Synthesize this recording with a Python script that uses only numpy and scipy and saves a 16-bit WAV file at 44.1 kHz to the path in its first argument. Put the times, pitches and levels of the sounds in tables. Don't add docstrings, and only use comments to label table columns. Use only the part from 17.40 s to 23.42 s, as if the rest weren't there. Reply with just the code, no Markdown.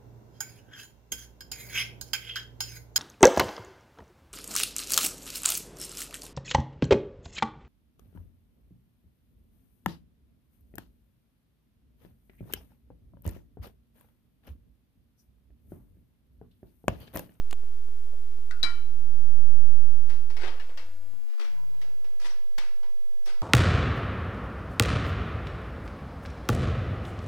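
import sys
import numpy as np
from scipy import signal
from scipy.fft import rfft, irfft
from scipy.io import wavfile

SR = 44100
rng = np.random.default_rng(int(sys.argv[2]) if len(sys.argv) > 2 else 0)


def log_audio(samples):
    frames = np.atleast_2d(samples).T
    limited = np.clip(frames, -1, 1)
    pcm = np.round(limited * 32767).astype(np.int16)
    wavfile.write(sys.argv[1], SR, pcm)


N = 265437
TIME = np.arange(N) / SR
RING_TIME = TIME[:SR * 3 // 5]


def from_db(db):
    return 10 ** (np.asarray(db) / 20)


def rms_one(x):
    return x / np.sqrt(np.mean(x ** 2) + 1e-20)


def at_hz(points, hz):
    table_hz, values = np.array(points)[:, 0], np.array(points)[:, 1]
    return np.interp(np.log(hz + 1e-3), np.log(table_hz), values)


def add(track, s, sound):
    start = round(s * SR)
    track[start:start + len(sound)] += sound[:N - start]


def butter(x, hz, kind, order=2):
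    return signal.sosfilt(signal.butter(order, hz, kind, fs=SR, output="sos"), x)


def noise(spectrum, size=N):
    hz = np.fft.rfftfreq(size, 1 / SR)
    coloured = rfft(rng.standard_normal(size)) * from_db(at_hz(spectrum, hz))
    return rms_one(irfft(coloured, size))


def ring(modes, waver, rise):
    out, t = 0, RING_TIME
    knots = np.linspace(0, t[-1], num=32)
    for hz, db, t60 in modes:
        wander = np.interp(t, knots, rng.standard_normal(len(knots)))
        echoes = 1 + waver * np.minimum(t / .07, 1) * wander
        rise_s = rise if np.isscalar(rise) else at_hz(rise, hz)
        swell_in = np.minimum(t / rise_s, 1)
        out = out + from_db(db - 60 * t / t60) * swell_in * echoes * np.sin(2 * np.pi * hz * t)
    return out


# (frequency [Hz], t60 [s])
KITCHEN_T60 = [(200, 0.37), (660, 0.54), (1740, 0.52), (4590, 0.45), (8000, 0.39), (14000, 0.38)]


def dense_ring(spectrum, body_t60, room_db, size=20480):
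    t, hz = np.arange(size) / SR, np.fft.rfftfreq(size, 1 / SR)
    modes, out = rfft(noise(spectrum, size)), 0
    centres, t60s = np.transpose(KITCHEN_T60)
    for band, t60 in zip(np.eye(len(centres)), t60s):
        part = irfft(modes * at_hz(np.c_[centres, band], hz), size)
        body_decay = from_db(-60 * t / body_t60)
        room_decay = from_db(room_db - 60 * t / t60)
        out = out + part * np.hypot(body_decay, room_decay)
    return out


# (time [s], bowl level [dB], blade level [dB], clatter level [dB])
BOWL_HITS = [(1.109, -57, -39, -42.5), (1.196, -66, -64, -56), (1.2297, -12.5, -42, -24)]
# (frequency [Hz], level [dB], t60 [s])
BOWL_MODES = [(140, -25, .08), (297, -36, .9), (843, -33, .48), (1069, -25, .28), (1130, -26, .2),
              (1232, -24, .3), (1396, -16.5, .42), (1414, -21, .3), (1722, -29, .33), (1922, -23, .33),
              (2042, -24, .15), (2114, -24, .17), (2311, -13.5, .34), (3062, -29, .5), (3236, -24, .15),
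              (3878, -14, .1), (3953, -1, .1), (3961, -14.5, .37), (4089, -15, .13), (4181, -19, .1),
              (4283, -18, .09), (4746, -21, .2), (4838, -21, .15), (4946, -26, .18), (5502, -31, .25),
              (7257, -33, .13), (9394, -28, .1)]
# (frequency [Hz], rise [s])
BOWL_RISE = [(140, .004), (300, .02), (1400, .035), (2300, .025), (3100, .002), (4000, .001)]
# (frequency [Hz], level [dB], t60 [s])
BLADE_MODES = [(669, -13, 0.18), (1260, -12, 0.38), (1454, -2.5, 0.17), (1895, -12, 0.23),
               (1423, -2.5, 0.32), (1500, -2, 0.23), (1670, -6, 0.22), (1934, 7.5, 0.033), (1990, -4, 0.11),
               (2670, -14, 0.23), (3700, -1, 0.033), (5980, -6, 0.028), (8000, -36, 0.021)]
# (frequency [Hz], relative level per Hz [dB])
CLATTER = [(200, -2.5), (600, -7.5), (1200, 2.5), (2000, 1), (2800, -8), (4500, -0.5), (6300, -12),
           (9500, -13.5), (12000, -26)]
CRACK_DB, CRACK_T60_S = 5.5, .01


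def bowl(clatter_rise_s=0.008):
    out, t = np.zeros(N), RING_TIME
    crack_colour = [(800, -32), (2500, -22), (3500, -12), (4700, 0),
                    (6200, -13), (7600, -12), (9000, -21), (16000, -24)]
    for s, bowl_db, blade_db, clatter_db in BOWL_HITS:
        add(out, s, from_db(bowl_db) * ring(BOWL_MODES, waver=.5, rise=BOWL_RISE))
        add(out, s, from_db(blade_db) * ring(BLADE_MODES, waver=0.68, rise=0.00096))
        clatter = dense_ring(CLATTER, body_t60=.09, room_db=-11.5)
        clatter = clatter * np.minimum(t[:len(clatter)] / clatter_rise_s, 1)
        add(out, s, from_db(clatter_db) * butter(clatter, 11500, "low", order=4))
        crack_level = from_db(clatter_db + CRACK_DB - 60 * t / CRACK_T60_S)
        add(out, s + 0.0018, crack_level * noise(crack_colour, len(t)))
    return out


# (frequency [Hz], relative level per Hz [dB])
UTENSIL = [(150, -20), (330, -4.5), (600, -4), (1000, -0.5), (2000, 0.5), (3000, -2), (4000, -3),
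           (5400, -3), (6800, -13), (9500, -15.5), (15000, -34)]
# (frequency [Hz], width [Hz], level [dB])
WORKTOP = [(340, 18, -17), (485, 125, -1.5), (905, 36, 1.5), (1440, 3.3, 6.5), (1780, 13, -31),
           (1974, 69, -6), (2614, 22, -9.5), (3145, 75, -10), (4620, 99, -5.5), (5300, 34, -26)]


def utensil(thud_db, bright_db, body_t60, room_db):
    colour = []
    for hz, db in UTENSIL:
        bass = thud_db * at_hz([(450, 0.92), (1400, 0.085)], hz)
        treble = bright_db * at_hz([(2500, 0), (9000, 1)], hz)
        colour.append((hz, db + bass + treble))
    contact = dense_ring(colour, body_t60, room_db)
    out = contact
    for hz, width, db in WORKTOP:
        out = out + from_db(db) * signal.lfilter(*signal.iirpeak(hz, hz / width, SR), contact)
    return out


# (time [s], strength [dB], treble share [dB])
KNOCKS = [(2.696, -38, -22), (2.9, -39.5, -24), (2.966, -33.5, -26), (3.032, -32.5, -39), (3.197, -37, -27),
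          (3.292, -41.5, -39), (3.373, -33.5, -25), (4.414, -39.5, -21.5), (4.643, -45, -23),
          (5.18, -27.5, -24), (5.43, -42, -29.5), (5.859, -39, -15)]
# (frequency [Hz], relative level [dB], t60 [s])
STEEL_MODES = [(1367, -10.5, 0.2), (1840, -3, 0.11), (1904, 4.5, 0.1), (2242, 1, 0.26), (2690, -7, 0.52),
               (3070, -9, 0.048)]
USUAL_KNOCK_DB, USUAL_TREBLE_DB, USUAL_THUD_DB, THUD_LOSS = -37.5, -22.5, 7, 0.69
REBOUND_S, REBOUND_DB = .007, -7
RING_WITH_STRENGTH, RING_WITH_BRIGHTNESS = 0.27, 0.34


def knocks(level_db=-6.5, rise_s=0.0014, steel_db=-15.5, snap_db=-8.0, snap_t60=0.047):
    out, t = np.zeros(N), RING_TIME
    for s, db, treble_db in KNOCKS:
        extra_db = db - USUAL_KNOCK_DB
        thud_db = USUAL_THUD_DB - THUD_LOSS * extra_db
        bright_db = treble_db - USUAL_TREBLE_DB
        for delay, contact_db in ((0, db), (REBOUND_S, db + REBOUND_DB)):
            body = utensil(thud_db, bright_db, body_t60=0.075, room_db=-5)
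            onset = np.minimum(t[:len(body)] / rise_s, 1)
            add(out, s + delay, from_db(contact_db + level_db) * body * onset)
        stir_db = RING_WITH_STRENGTH * extra_db + RING_WITH_BRIGHTNESS * bright_db
        steel = ring(STEEL_MODES, waver=0.68, rise=0.0075)
        add(out, s, from_db(db + steel_db + stir_db) * steel)
        snap_level = from_db(db + level_db + bright_db + snap_db - 60 * t / snap_t60)
        add(out, s, snap_level * butter(rng.standard_normal(len(t)), 5500, "high"))
    return out


# (time [s], length [s], level [dB], brightness [dB])
SCRAPES = [(2.672, 0.066, -52, -7), (2.981, .087, -40, -10), (3.025, 0.074, -37, -9.5),
           (3.863, 0.11, -57.5, -9), (3.975, 0.09, -43.5, -3.5), (4.79, 0.038, -47, 5.5),
           (4.811, 0.072, -39.5, 1.5), (5.84, 0.076, -43, -2)]
SCRAPE_THUD_DB = 4


def scrapes(slips_per_s=550, thud_per_dullness=0.45):
    out = np.zeros(N)
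    for s, length, db, bright_db in SCRAPES:
        n = round(length * SR)
        slipping = rng.random(n) < slips_per_s / SR
        slips = slipping * rng.standard_normal(n) * signal.windows.tukey(n, .5)
        thud_db = SCRAPE_THUD_DB - thud_per_dullness * bright_db
        sound = signal.fftconvolve(slips, utensil(thud_db, bright_db, body_t60=0.056, room_db=-8.0))
        add(out, s, from_db(db) * sound / np.std(sound[n // 2:n]))
    return out


# (time [s], level [dB])
BUMPS = [(.665, -54), (.729, -48.5)]
# (frequency [Hz], relative level [dB], t60 [s])
BUMP_MODES = [(577, 0.5, 0.17), (646, 0, 0.059)]
# (time [s], level [dB])
THUDS = [(3.032, -33), (4.843, -61), (5.867, -42)]
# (frequency [Hz], relative level [dB], t60 [s])
THUD_MODES = [(376, 0, 0.22), (508, -0.5, 0.087), (746, -7, 0.31), (808, -9, 0.26), (912, -21, 0.68)]
# (time [s], frequency [Hz], level [dB], t60 [s])
CLINKS = [(2.967, 2204, -41, 0.25), (3.196, 1732, -38, 0.11), (3.199, 2850, -39.5, 0.071),
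          (3.373, 2740, -45, 0.12), (4.05, 2297, -53.5, 0.3)]


def bumps():
    out = np.zeros(N)
    for s, db in BUMPS:
        add(out, s, from_db(db) * ring(BUMP_MODES, waver=0.32, rise=0.0028))
    for s, db in THUDS:
        add(out, s, from_db(db) * ring(THUD_MODES, waver=0.77, rise=0.0022))
    for s, hz, db, t60 in CLINKS:
        add(out, s, ring([(hz, db, t60)], waver=0.97, rise=0.003))
    return out


# (time [s], length [s], frequency [Hz], level [dB])
SQUEAKS = [(3.0, .06, 8000, -61), (4.9, 0.016, 5730, -47), (5.845, 0.044, 5500, -49)]
# (time [s], length [s], frequency [Hz], level [dB])
HOLLOW_RINGS = [(4.14, .12, 974, -55), (4.27, .16, 974, -62), (5.41, .08, 974, -56)]


def tones(rows, width_hz, t60):
    out, t = np.zeros(N), TIME[:SR]
    for s, length, hz, db in rows:
        wander = width_hz * rms_one(butter(rng.standard_normal(SR), 120, "low"))
        decay = from_db(-60 * np.maximum(t - length / 2, 0) / t60)
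        envelope = np.minimum(2 * t / length, 1) * decay
        tone = np.sqrt(2) * np.sin(2 * np.pi * np.cumsum(hz + wander) / SR)
        add(out, s, from_db(db) * envelope * tone)
    return out


# (time [s], length [s], rate [pulses per s], pulse width [s], left level [dB], right level [dB])
CRACKLES = [(0.109, 0.0044, 2500, 0.000061, -35.5, -33), (.127, 0.0016, 700, 0.00017, -27.5, -24.5),
            (0.1299, 0.0013, 1700, 0.00021, -30.5, -25), (5.185, 0.0029, 1000, 0.000098, -25.5, -26)]


def crackle():
    out = np.zeros((2, N))
    for s, length, per_s, width, *sides_db in CRACKLES:
        count = max(round(length * per_s), 1)
        delays = (np.arange(count) + rng.uniform(0, 0.88, count)) * length / count
        pulse = np.clip(width * SR - np.arange(SR // 1000), 0, 1)
        for delay in delays:
            for side, db in zip(out, sides_db):
                add(side, s + delay, -from_db(db) * pulse)
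    return out


SWELL_S = 2.23


def swell(width_s):
    return np.exp(-((TIME - SWELL_S) / width_s) ** 2)


# (frequency [Hz], relative level per Hz [dB])
RUMBLE = [(30, 12.5), (90, -5), (180, -13.5), (400, -11.5), (1200, -20.5), (5000, -30), (16000, -45)]
RUMBLE_REST_DB, RUMBLE_SWELL_DB, RUMBLE_SPREAD_S = -63, 14.5, 1.07
JOLT_DB, JOLT_T60_S = -42, 0.18


def rustle():
    level = from_db(RUMBLE_REST_DB + RUMBLE_SWELL_DB * swell(RUMBLE_SPREAD_S))
    for s, bowl_db, *_ in BOWL_HITS:
        add(level, s, from_db(bowl_db + JOLT_DB - 60 * RING_TIME / JOLT_T60_S))
    return level * noise(RUMBLE)


FIRST_TICK_S, TICK_GAP_S = .235, .25
TICK_DB, TICK_SPREAD_DB, TICK_FADE_DB_PER_S = -32.5, 1.5, 1


def ticks(decay_s=0.00064):
    out, t = np.zeros(N), TIME[:SR // 50]
    for k, s in enumerate(np.arange(FIRST_TICK_S, TIME[-1], TICK_GAP_S)):
        sign = -(-1) ** k
        db = TICK_DB - TICK_FADE_DB_PER_S * s + TICK_SPREAD_DB * rng.standard_normal()
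        add(out, s, sign * from_db(db) * np.exp(-t / decay_s))
    return butter(butter(out, 1100, "low"), 184, "high", order=1)


# (frequency [Hz], relative level per Hz [dB])
ROOM_AIR = [(30, 8.5), (80, 7.5), (150, -5.5), (300, 2), (600, -3), (1200, -10), (3000, -18.5), (8000, -31),
            (16000, -38)]
# (frequency [Hz], relative level per Hz [dB])
HISS = [(30, 17.5), (80, -2.5), (160, -4), (350, 7.5), (1000, 3), (3000, -3), (8000, -9), (16000, -18.5)]


def scene():
    sounds = bowl() + knocks() + scrapes() + bumps()
    sounds = sounds + tones(SQUEAKS, width_hz=62, t60=0.1)
    sounds = sounds + tones(HOLLOW_RINGS, width_hz=15, t60=0.35)
    left = sounds + from_db(-59.5) * noise(ROOM_AIR) + from_db(-68.0) * noise(HISS) + ticks()
    smear_colour = [(200, 0), (1500, 13), (4000, 4), (12000, 29)]
    smear = dense_ring(smear_colour, body_t60=.02, room_db=2)
    trace = signal.fftconvolve(sounds, smear / np.linalg.norm(smear))[:N]
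    right = from_db(-15.5) * trace + from_db(-64.5) * noise(HISS) + rustle()
    shared_noise = from_db(-66.5) * noise([(100, 1.0), (16000, -10)])
    return np.array([left, right]) + shared_noise + crackle()


CUTOFF_HZ = 15900
LEFT_OFFSET, SWELL_WIDTH_S, SWELL_HEIGHT = .0645, .56, .3
SINK_S, SINK_WIDTH_S, OFFSET_BEFORE, OFFSET_AFTER = 3.65, .65, .118, -.09


def record(dry):
    sunk = (1 + np.tanh((TIME - SINK_S) / SINK_WIDTH_S)) / 2
    rest = OFFSET_BEFORE + (OFFSET_AFTER - OFFSET_BEFORE) * sunk
    creep = rest + SWELL_HEIGHT * swell(SWELL_WIDTH_S)
    top_cut = signal.ellip(10, .1, 80, CUTOFF_HZ, fs=SR, output="sos")
    return signal.sosfilt(top_cut, dry) + np.array([np.full(N, LEFT_OFFSET), creep])


dry = scene()
out = record(dry)
log_audio(out)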